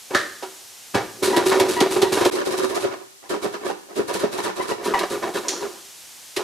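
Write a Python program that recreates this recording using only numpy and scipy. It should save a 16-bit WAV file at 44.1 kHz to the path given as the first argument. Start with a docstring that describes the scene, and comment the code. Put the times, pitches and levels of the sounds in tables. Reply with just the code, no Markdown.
"""A carrot in a plastic holder is pushed to and fro over a mandoline on a plastic box, in a small kitchen.
Filtered grain noise makes each pass rasp at the blade; after a hard stroke a bright burst snaps the slice off.
The sled rubs, bumps and squeaks, and moving resonances make the hollow box boom; hard parts clack early and late.
Five hard strokes give way to quicker ones as the stub wears down, over a steady hiss.
During most of the quick strokes the middle of the stereo image is turned down: they sound softer and wider."""
import sys
import numpy as np
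from scipy import signal
from scipy.fft import rfft, irfft
from scipy.io import wavfile
from scipy.ndimage import uniform_filter1d

SR = 44100
rng = np.random.default_rng(int(sys.argv[2]) if len(sys.argv) > 2 else 0)


def generate_wav(signal):
    """Clip the signal to [-1, 1] and save it as 16-bit WAV at the path in sys.argv[1]."""
    frames = np.transpose(np.atleast_2d(signal))
    scaled = np.clip(frames, -1, 1) * 32767
    pcm = np.round(scaled).astype(np.int16)
    wavfile.write(sys.argv[1], SR, pcm)


N = 283871
T = np.arange(N) / SR
SHORT = T[:SR // 2]  # time axis of a single event [s]


def amp(db):
    """Level to gain: 20 dB is a factor of ten in amplitude."""
    return 10 ** (np.asarray(db) / 20)


def evened(x):
    """Normalization by mean power: scales to rms 1."""
    return x / np.sqrt(np.mean(x ** 2) + 1e-20)


def peaked(x):
    """Normalization by short-time power: the loudest hundredth of a second gets rms 1."""
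    power = uniform_filter1d(x ** 2, size=441)
    return x / np.sqrt(power.max() + 1e-20)


def read(points, hz):
    """Logarithmic frequency scale: interpolates a spectrum along log frequency."""
    f, value = np.transpose(points)
    return np.interp(np.log(hz + 1), np.log(f + 1), value)


def curves(rows):
    """Linear interpolation: each column of a time table, sample by sample."""
    s, *columns = np.transpose(rows)
    return [np.interp(T, s, c) for c in columns]


def add(mix, s, sound):
    """Superposition: mixes a sound in at time s."""
    part = mix[max(round(s * SR), 0):][:len(sound)]
    part += sound[:len(part)]


def response(spectrum, peaks=(), size=8192):
    """Minimum phase: a causal impulse response from a broad spectrum with resonances on top, by the cepstrum."""
    hz = np.fft.rfftfreq(size, 1 / SR)
    lift = 1 + sum((amp(db) ** 2 - 1) / (1 + (2 * (hz - f) / width) ** 2) for f, width, db in peaks)
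    log_gain = np.log(amp(read(spectrum, hz))) + np.log(np.maximum(lift, 1e-2)) / 2
    cepstrum = irfft(log_gain)
    # fold the cepstrum onto positive time
    cepstrum[1:size // 2] *= 2
    cepstrum[size // 2 + 1:] = 0
    return irfft(np.exp(rfft(cepstrum)))[:size // 2]


def through(x, ring):
    """Linear filtering: convolves x with an impulse response."""
    return signal.oaconvolve(x, ring)[:len(x)]


def resonate(x, hz, width_hz):
    """Resonance by heterodyning: a one-pole smoother around a centre frequency that may move, gain 1 at its peak."""
    turn = np.exp(2j * np.pi * np.cumsum(hz * np.ones(N)) / SR)
    r = np.exp(-np.pi * width_hz / SR)
    return 2 * (turn * signal.lfilter([1 - r], [1, -r], x / turn + 1e-18)).real


def grains(count, per_s, spread_db):
    """Shot noise: random tiny fractures or slips of uneven size, rms 1."""
    size_db = spread_db * np.minimum(rng.exponential(1, count), 4)
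    present = rng.random(count) < per_s / SR
    return evened(rng.standard_normal(count) * amp(size_db) * present)


def burst(rise, t60):
    """Impact transient: a quick flurry of contacts swells and dies exponentially."""
    flurry = grains(len(SHORT), per_s=9000, spread_db=-5.0)
    return flurry * (1 - np.exp(-SHORT / rise)) * amp(-60 * SHORT / t60)


def travelling(x, depth=1.0, delay=0.001228, swing=0.509, strokes_hz=4.4):
    """Comb interference: the contact moves along the plate, so the delay of its edge echo sways and colours the sound."""
    lag = delay * (1 + swing * np.sin(2 * np.pi * (strokes_hz * T + rng.random())))
    return (x + depth * np.interp(T - lag, T, x)) / np.sqrt(1 + depth ** 2)


HISS_DB = -43.5  # rms of the middle and reference for the sides, before the image is altered
# relative spectral density of the hiss: (frequency [Hz], level [dB])
HISS_SPECTRUM = [(18, -61), (30, -37), (86, -11), (141, -15), (645, -8), (981, -7.5), (1240, -9.5),
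                 (1340, -8.5), (2660, -6), (2950, -4.5), (3360, -4.5), (6650, -2.5), (13200, -9),
                 (15800, -27)]
# sides of the hiss against its middle: (frequency [Hz], level [dB])
HISS_SIDE_SPECTRUM = [(60, -5), (180, 7), (550, -1), (1650, -5.5), (4970, -10), (15000, -6)]


def hiss():
    """Partial coherence: smooth, bright noise whose common middle is shared by both channels."""
    mid, side = (evened(through(v, response(HISS_SPECTRUM))) for v in rng.standard_normal((2, N)))
    side = through(side, response(HISS_SIDE_SPECTRUM))
    return amp(HISS_DB) * np.array([mid + side, mid - side])


ROOM_TAIL_DB, ROOM_SIDE_DB = -13.5, -21  # tail gains in the middle and in the sides
# reverberation time of the kitchen: (frequency [Hz], t60 [s])
ROOM_DECAY = [(100, 0.71), (400, 0.43), (1800, 0.58), (5000, 0.58), (14000, 0.044)]
# early echoes from worktop, wall and hob, by how they differ between the ears: (delay [s], relative gain [1])
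EARLY_ECHOES = [(.0007, 0.15), (.0021, 0.1), (.0033, 0.083), (.0052, -.13), (.0074, 0.1), (.0101, -0.1),
                (.0137, 0.079), (.0178, 0.0025)]


def kitchen(x, echo_db=-9):
    """Room reverberation: early echoes widen the sound, then middle and sides each decay in a short tail."""
    noise = rng.standard_normal((2, len(SHORT))) * (SHORT > .008)
    hz, t, z = signal.stft(noise, SR, nperseg=256)
    decay = amp(-60 * t / read(ROOM_DECAY, hz)[:, None])
    tail = signal.istft(z * decay, SR, nperseg=256)[1]
    tail = tail / np.linalg.norm(tail[0])
    early = sum(gain * np.pad(x, (abs(round(delay * SR)), 0))[:N] for delay, gain in EARLY_ECHOES)
    mid = x + amp(ROOM_TAIL_DB) * through(x, tail[0])
    side = amp(echo_db) * early + amp(ROOM_SIDE_DB) * through(x, tail[1])
    return np.array([mid + side, mid - side])


# hard plastic parts clack and ring:
# (time [s], relative shell level [dB], relative plunger level [dB], chatter against contact [dB], chatter t60 [s])
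CLACK_EVENTS = [(.147, -14.5, -50, 0.5, 0.32), (5.483, -50, -21, -2, 0.36)]
# broad response of the plastic: (frequency [Hz], level [dB])
PLASTIC_SPECTRUM = [(100, -49), (400, -12), (1500, -1.5), (2500, -4.5), (4500, -2.5), (7000, -5),
                    (10000, -12.5), (15500, -27)]
# modes of the holder's shell and of its plunger: (frequency [Hz], width [Hz], height above the broad response [dB])
SHELL_MODES = [(568, 35, 24.5), (1240, 97, 16.5), (1400, 80, 12), (1540, 75, 15), (1700, 71, 19.5),
               (1800, 130, 20), (3900, 570, 6)]
PLUNGER_MODES = [(1040, 70, 8), (3359, 170, 13), (4371, 190, 17), (5000, 300, 12), (5701, 240, 21),
                 (6250, 220, 19), (6804, 200, 21), (7300, 300, 15), (9281, 700, 16)]


def clacks():
    """Modal excitation: a sharp contact and its dense, dying chatter ring the holder's shell and plunger."""
    out = np.zeros(N)
    for s, shell_db, plunger_db, chatter_db, chatter_t60 in CLACK_EVENTS:
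        for db, modes in ((shell_db, SHELL_MODES), (plunger_db, PLUNGER_MODES)):
            ring = response(PLASTIC_SPECTRUM, modes)
            contact = peaked(through(burst(rise=0.00069, t60=0.1), ring))
            rattling = evened(through(grains(len(SHORT), per_s=5300, spread_db=-3.5), ring))
            chatter = rattling * amp(-60 * SHORT / chatter_t60)
            add(out, s, amp(db - 1.5) * (contact + amp(chatter_db) * chatter))
    return out


# wet carrot sticks and slips on the plastic:
# (time [s], length [s], mean pitch [Hz], starting level [dB], fall over the length [dB])
SQUEAK_EVENTS = [(1.331, 0.081, 970, -23, 5), (1.761, 0.08, 968, -25, 5), (2.041, 0.044, 956, -26.5, 0),
                 (4.595, 0.021, 1000, -22.5, -7), (4.707, 0.025, 966, -16, 8),
                 (4.9375, 0.0088, 980, -10.5, 4.5), (4.946, 0.045, 963, -19.5, 7.5)]


def squeaks(jitter=0.015, flutter=0.48, overtone_db=-10):
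    """Stick-slip oscillation: friction locks near the plate's strongest mode, a short, rough tone with overtones."""
    out = np.zeros(N)
    for s, length, hz, db, fall_db in SQUEAK_EVENTS:
        waver, shake = (evened(uniform_filter1d(v, size=120)) for v in rng.standard_normal((2, len(SHORT))))
        phase = 2 * np.pi * np.cumsum(hz * (1 + jitter * waver)) / SR
        tone = sum(amp(overtone_db * k) * np.sin((k + 1) * phase) for k in range(3))
        gate = np.clip(np.minimum(SHORT / .002, (length - SHORT) / .004 + 1), 0, 1)
        level = amp(db - fall_db * np.minimum(SHORT / length, 1))
        add(out, s, level * gate * evened(tone * (1 + flutter * shake)))
    return out


# how far the holder covers the slot as the stub wears down: (time [s], covered share [0-1])
SLOT_COVER = [(2.9, 0), (3.4, 0.6), (4.3, .9), (5, 0.84), (5.6, 0.05)]
# slot open and covered: (pitch of the air in the box [Hz], its ring [dB], ring of the lid [dB])
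SLOT_OPEN, SLOT_COVERED = (379, 2.6, -6), (420, -9.5, 2.6)
LID_HZ, LID_WIDTH_HZ = 189, 33


def cavity(x, air_width_hz=13):
    """Cavity resonance: the air rings at one hollow note; covering the slot shifts and damps it, and drives the lid."""
    cover = np.clip(curves(SLOT_COVER)[0], 0, 1)
    hz, air_db, lid_db = (a + (b - a) * cover for a, b in zip(SLOT_OPEN, SLOT_COVERED))
    air = resonate(x * amp(air_db), hz, air_width_hz)
    lid = resonate(x * amp(lid_db), LID_HZ, LID_WIDTH_HZ)
    return air + lid


# the sled catches and bumps the box: (time [s], relative peak level [dB], plate against the boom [dB])
BUMP_EVENTS = [(1.522, -10.5, 3), (1.966, -7, -6.5), (2.175, -9.5, -2.5), (2.215, -4.5, -9.5),
               (2.847, -2, -10), (3.454, -5, -10), (3.994, -3.5, -11.5), (4.24, 1, -13), (4.598, -7.5, -20),
               (4.715, -6, -12), (5.229, -17.5, -1.5)]
# hard strokes through the long carrot, also played by the slide, cracks and cuts; levels are relative:
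# (time [s], bite [dB], bite length [s], delay until the slice snaps off [s], snap [dB],
#  boom of the rub [dB], plate of the rub [dB])
LONG_CARROT_STROKES = [(1.223, -15, 0.039, 0.14, -10.5, -24.5, -24),
                       (1.456, -16, 0.018, 0.14, -10, -24, -25), (1.6823, -20.5, 0.039, 0.12, -8, -27, -27),
                       (1.9042, -21, .036, .112, -10.5, -28.5, -35),
                       (2.119, -14, 0.0069, 0.13, -11, -27, -25.5)]


def sled_blows(bite_lag=.006, bite_db=2, bite_plate_db=-5,
               lurch_lag=.013, lurch_db=-4, lurch_plate_db=-14, bass_db=-21):
    """Momentum transfer: a hard stroke jolts the box at the bite and as the sled lurches free; (s, dB, bass dB, plate dB)."""
    rows = [(s, db, bass_db, plate_db) for s, db, plate_db in BUMP_EVENTS]
    for s, db, _, delay, *_ in LONG_CARROT_STROKES:
        rows.append((s + bite_lag, db + bite_db, bass_db, bite_plate_db))
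        rows.append((s + delay + lurch_lag, lurch_db, bass_db, lurch_plate_db))
    return rows


CREST_S = .04  # a blow's build-up before its crest


def push(swell, t60):
    """Cushioned impact: contacts build up to the crest, then die exponentially."""
    t = SHORT - CREST_S
    shape = np.where(t < 0, np.exp(-np.abs(t / swell) ** 1.16), amp(-60 * np.maximum(t, 0) / t60))
    return grains(len(SHORT), per_s=11000, spread_db=0.5) * shape


# the holder knocks the box while no hand presses on it:
# (time [s], relative peak level [dB], bass against the boom [dB], plate against the boom [dB])
FREE_KNOCKS = [(.109, -20, -27, -3), (.139, -17, -34, 1), (.151, -12, -14, -28), (.427, -22.5, -35, 0),
               (.948, -8.5, -5.5, -3), (.974, -14.5, -33, -1), (6.371, -13.5, -23, -8),
               (6.394, -18, -25, -1.5)]
# broad responses of the box, low to high, and of its plate: (frequency [Hz], level [dB])
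BASS_SPECTRUM = [(20, -34), (55, -9), (110, -0.5), (170, -7.5), (240, -9), (400, -51), (1000, -93.5)]
BOOM_SPECTRUM = [(60, -40), (150, -20), (210, -17), (300, -2), (380, 7), (480, -2.5), (640, -7), (900, -32),
                 (2000, -74.5)]
PLATE_SPECTRUM = [(200, -53), (550, -8), (760, 3.5), (1100, -1), (1700, -3.5), (2400, -9.5), (3300, -12.5),
                  (6000, -15), (15000, -38)]
# modes of the box and its plate: (frequency [Hz], width [Hz], height above the broad response [dB])
BOX_MODES = [(122, 45, 5), (222, 40, 7), (333, 22, 3), (420, 22, 3), (550, 22, 7), (694, 26, 6),
             (785, 16, 7), (963, 28, 11), (1036, 30, 8), (1194, 32, 6), (1267, 22, 6), (1390, 16, 6),
             (1448, 16, 7), (1680, 30, 5), (1808, 25, 9), (2260, 60, 6), (2580, 38, 7), (2788, 18, 7),
             (3170, 50, 4), (3840, 60, 5)]


def bumps(boom_db=-10, bass_db=-10, rattle_db=-11, held_swell=0.0064, free_swell=0.0035, free_db=-11, free_t60=0.37):
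    """Damped impact: blows are cushioned under the hand, sharp and rattling without it; returns low boom and plate rattle."""
    low, high = np.zeros((2, N))
    bass, boom, plate = (response(part, BOX_MODES) for part in (BASS_SPECTRUM, BOOM_SPECTRUM, PLATE_SPECTRUM))
    for rows, swell, looseness in ((sled_blows(), held_swell, 0), (FREE_KNOCKS, free_swell, amp(free_db))):
        for s, db, low_db, plate_db in rows:
            rattle = looseness * push(swell, free_t60)
            start = s - CREST_S
            boom_hit = peaked(through(push(swell, t60=0.058) + rattle, boom))
            bass_hit = peaked(through(push(swell, t60=0.042), bass))
            plate_hit = peaked(through(push(swell, t60=0.19) + rattle, plate))
            add(low, start, amp(db + boom_db) * boom_hit)
            add(low, start, amp(db + low_db + bass_db) * bass_hit)
            add(high, start, amp(db + plate_db + rattle_db) * plate_hit)
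    return low, high


def rub(length, attack=0.02, release=0.017, coast_db=-19, coast=0.039):
    """Kinetic friction: it grows as the sled speeds up, holds, drops, and coasts out faintly."""
    after = np.maximum(SHORT - length, 0)
    return np.minimum(SHORT / attack, 1) * (np.exp(-after / release) + amp(coast_db) * np.exp(-after / coast))


# the sled slides without cutting: (time [s], length [s], relative boom [dB], relative plate [dB])
GLIDE_EVENTS = [(1.13, .09, -47, -62), (2.353, .065, -18, -19), (2.907, 0.028, -26, -24.5),
                (2.98, 0.04, -41, -40), (3.217, 0.05, -43, -40), (3.602, 0.063, -29, -28.5),
                (3.881, 0.052, -33.5, -36.5), (4.767, 0.051, -29.5, -32), (4.932, 0.11, -29.5, -26.5),
                (5.213, 0.075, -27.5, -30.5), (5.418, 0.2, -36, -36.5), (5.687, 0.1, -50, -48)]
# quick strokes through the stub, also played by the cuts; levels are relative:
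# (time [s], bite [dB], bite length [s], rub length [s], boom [dB], plate [dB])
STUB_STROKES = [ (2.319, -16.5, 0.049, .03, -19, -30), (2.4505, -15.5, 0.032, 0.053, -18, -25),
                (2.507, -16.5, 0.026, 0.038, -20.5, -20), (2.572, -13.5, 0.025, 0.069, -16.5, -22.5),
                (2.627, -16, .021, .02, -15.5, -19), (2.6885, -17, 0.018, 0.058, -21.5, -25),
                (2.747, -13.5, 0.02, .03, -18, -19), (2.8005, -19.5, 0.044, 0.076, -23, -25),
                (3.2918, -15.5, 0.022, 0.057, -17, -20), (3.4204, -15.5, .021, 0.046, -19.5, -23.5),
                (3.523, -26, 0.018, 0.031, -25, -23), (3.647, -19, 0.038, 0.061, -18.5, -22),
                (3.954, -18, 0.035, 0.059, -18, -24.5), (4.076, -16.5, 0.022, 0.044, -21.5, -20.5),
                (4.135, -12.5, 0.024, 0.03, -18.5, -23.5), (4.193, -17.5, .021, 0.048, -22.5, -23.5),
                (4.32, -15.5, 0.023, 0.052, -23.5, -26.5), (4.375, -16, .021, 0.025, -20, -19),
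                (4.4305, -15.5, .03, .07, -21, -20.5), (4.558, -20.5, .033, 0.058, -24, -26),
                (4.616, -22, .023, 0.043, -27, -26.5), (4.6758, -17, 0.041, 0.051, -22.5, -23),
                (4.843, -18.5, 0.021, 0.081, -25.5, -30), (5.099, -21.5, .033, 0.065, -27.5, -31.5),
                (5.338, -23.5, 0.044, 0.041, -23.5, -26), (5.609, -26.5, .01, .05, -28, -32.5)]


def slide(bass_db=-26, overrun=0.069, chatter_rise_db=-7):
    """Frictional excitation: slips under the sled shake box and plate, powers adding; returns both."""
    low_power, high_power = np.zeros((2, N))
    for s, _, _, delay, _, boom_db, plate_db in LONG_CARROT_STROKES:
        # the plate chatters more as the blade goes deeper; the sled runs on a little after the snap
        force = rub(delay + overrun, attack=0.009)
        depth = np.minimum(SHORT / delay, 1)
        add(low_power, s, (amp(boom_db) * force) ** 2)
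        add(high_power, s, (amp(plate_db + chatter_rise_db * (1.5 - depth)) * force) ** 2)
    for s, *_, length, boom_db, plate_db in STUB_STROKES + GLIDE_EVENTS:
        add(low_power, s, (amp(boom_db) * rub(length)) ** 2)
        add(high_power, s, (amp(plate_db) * rub(length)) ** 2)
    slips = grains(N, per_s=2000, spread_db=1.5)
    bass, boom, plate = (evened(through(slips, response(part, BOX_MODES)))
                         for part in (BASS_SPECTRUM, BOOM_SPECTRUM, PLATE_SPECTRUM))
    low = np.sqrt(low_power) * (boom + amp(bass_db) * bass)
    high = np.sqrt(high_power) * travelling(plate)
    return low, high


# sharp contacts of the holder on the plate:
# (time [s], relative peak level [dB], relative plate rattle against the crack [dB])
CRACK_EVENTS = [(0.146, -23, -23), (0.4259, -28, 6.5), (0.9438, -17, 7.5), (2.2065, -19, 6.5),
                (4.9375, -32.5, 16), (4.9876, -15, -17), (5.222, -35, 7), (5.485, -16.5, -18),
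                (6.3627, -13.5, -6)]
# broad spectrum of a snap: (frequency [Hz], level [dB])
CRACK_SPECTRUM = [(500, -58.5), (1800, 9), (2700, 6.5), (4000, 10), (6000, 1), (9000, -0.5), (12000, -3),
                  (15500, -27)]


def cracks(crack_db=-11, rattle_db=-13, slice_rattle_db=1):
    """Impulsive excitation: a bright snap sets the plate rattling as a slice breaks off or the holder lands."""
    out = np.zeros(N)
    bright, plate = response(CRACK_SPECTRUM), response(PLATE_SPECTRUM, BOX_MODES)
    slices = [(s + delay, snap_db, slice_rattle_db) for s, _, _, delay, snap_db, _, _ in LONG_CARROT_STROKES]
    for s, db, plate_db in slices + CRACK_EVENTS:
        snap = amp(crack_db) * peaked(through(burst(rise=0.0035, t60=0.096), bright))
        rattle = amp(rattle_db + plate_db) * peaked(through(burst(rise=0.002, t60=0.14), plate))
        add(out, s, amp(db) * (snap + rattle))
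    return out


def bite(db, length, rise, release=0.03):
    """Cutting force: it rises, holds while the edge is in the flesh, and lets go."""
    return amp(db) * np.minimum(SHORT / rise, 1) * np.exp(-np.maximum(SHORT - length, 0) / release)


# broad spectrum of the cut at the blade: (frequency [Hz], level [dB])
RASP_SPECTRUM = [(200, -37), (900, 0), (2000, -2), (3100, -3), (3900, 1.5), (5000, -1), (7000, -3),
                 (10000, -3), (12500, -9.5), (15500, -24)]


def cuts(rise=0.01, soft_rise=0.014, lead=0.0053, drag_db=-11, drag=.3, level_db=-11, thrust_db=-29, clump_db=0.7):
    """Brittle fracture: cells burst at the blade; a long carrot bites hard and drags on, the stub eases in."""
    force = np.zeros(N)
    for s, db, length, *_ in LONG_CARROT_STROKES:
        # the force drags on as the slice peels away
        fall = np.exp(-(np.maximum(SHORT - length, 0) / drag) ** 2)
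        peel = amp(db + drag_db) * np.minimum(SHORT / rise, 1) * fall
        add(force, s, bite(db, length, rise) + peel)
    for s, db, length, *_ in STUB_STROKES:
        add(force, s - lead, bite(db, length, soft_rise))
    # the flesh gives way in small clumps of dense fractures
    clumps = amp(clump_db * evened(uniform_filter1d(rng.standard_normal(N), size=110)))
    fractures = clumps * grains(N, per_s=9000, spread_db=2.3)
    crunch = through(fractures, response(RASP_SPECTRUM, BOX_MODES))
    rasp = amp(level_db) * evened(travelling(crunch, depth=0.15, delay=0.00049))
    # the blade passes the same force on to the box
    thrust = amp(thrust_db) * evened(through(fractures, response(BASS_SPECTRUM, BOX_MODES)))
    return force * (rasp + thrust)


def slicer(rub_db=-2.0, rub_hum_db=3):
    """Coupled radiation: one face gives off every contact sound, and boom and rubbing keep the air in the box humming."""
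    (bump_low, bump_high), (slide_low, slide_high) = bumps(), slide()
    body = bump_low + bump_high + amp(rub_db) * (slide_low + slide_high)
    hum = cavity(bump_low + amp(rub_db + rub_hum_db) * slide_low)
    return body + hum + cuts() + cracks() + squeaks() + clacks()


def scene(flank_db=-11.0):
    """Incoherent sources: the slicer's flanks shake out of step with its top and widen it, a little to the right."""
    top = slicer()
    flanks = amp(flank_db) * slicer()
    image = kitchen(top) + np.array([flanks, -flanks])
    return image * amp([[-.4], [.4]]) + hiss()


# the stretch with the middle turned down, which opens with a brief dip
WIDE_FROM_S, WIDE_UNTIL_S, WIDE_MID_DB = 2.306, 4.825, -8.5
EDGE_HZ = 15700  # upper band limit


def record(dry):
    """Mid-side balance: the level dips briefly and the middle stays down for a while, widening the image; then low-pass."""
    dip = 1 - .93 * np.exp(-((T - WIDE_FROM_S) / .006) ** 4)
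    wide = np.clip(np.minimum((T - WIDE_FROM_S) / .004, (WIDE_UNTIL_S - T) / .02) + .5, 0, 1)
    mid = (dry[0] + dry[1]) / 2 * amp(WIDE_MID_DB * wide)
    side = (dry[0] - dry[1]) / 2
    image = dip * np.array([mid + side, mid - side])
    low_pass = signal.firwin(511, EDGE_HZ, window=("kaiser", 9), fs=SR)
    return signal.oaconvolve(image, low_pass[None], "same")


dry = scene()
out = record(dry)
generate_wav(out)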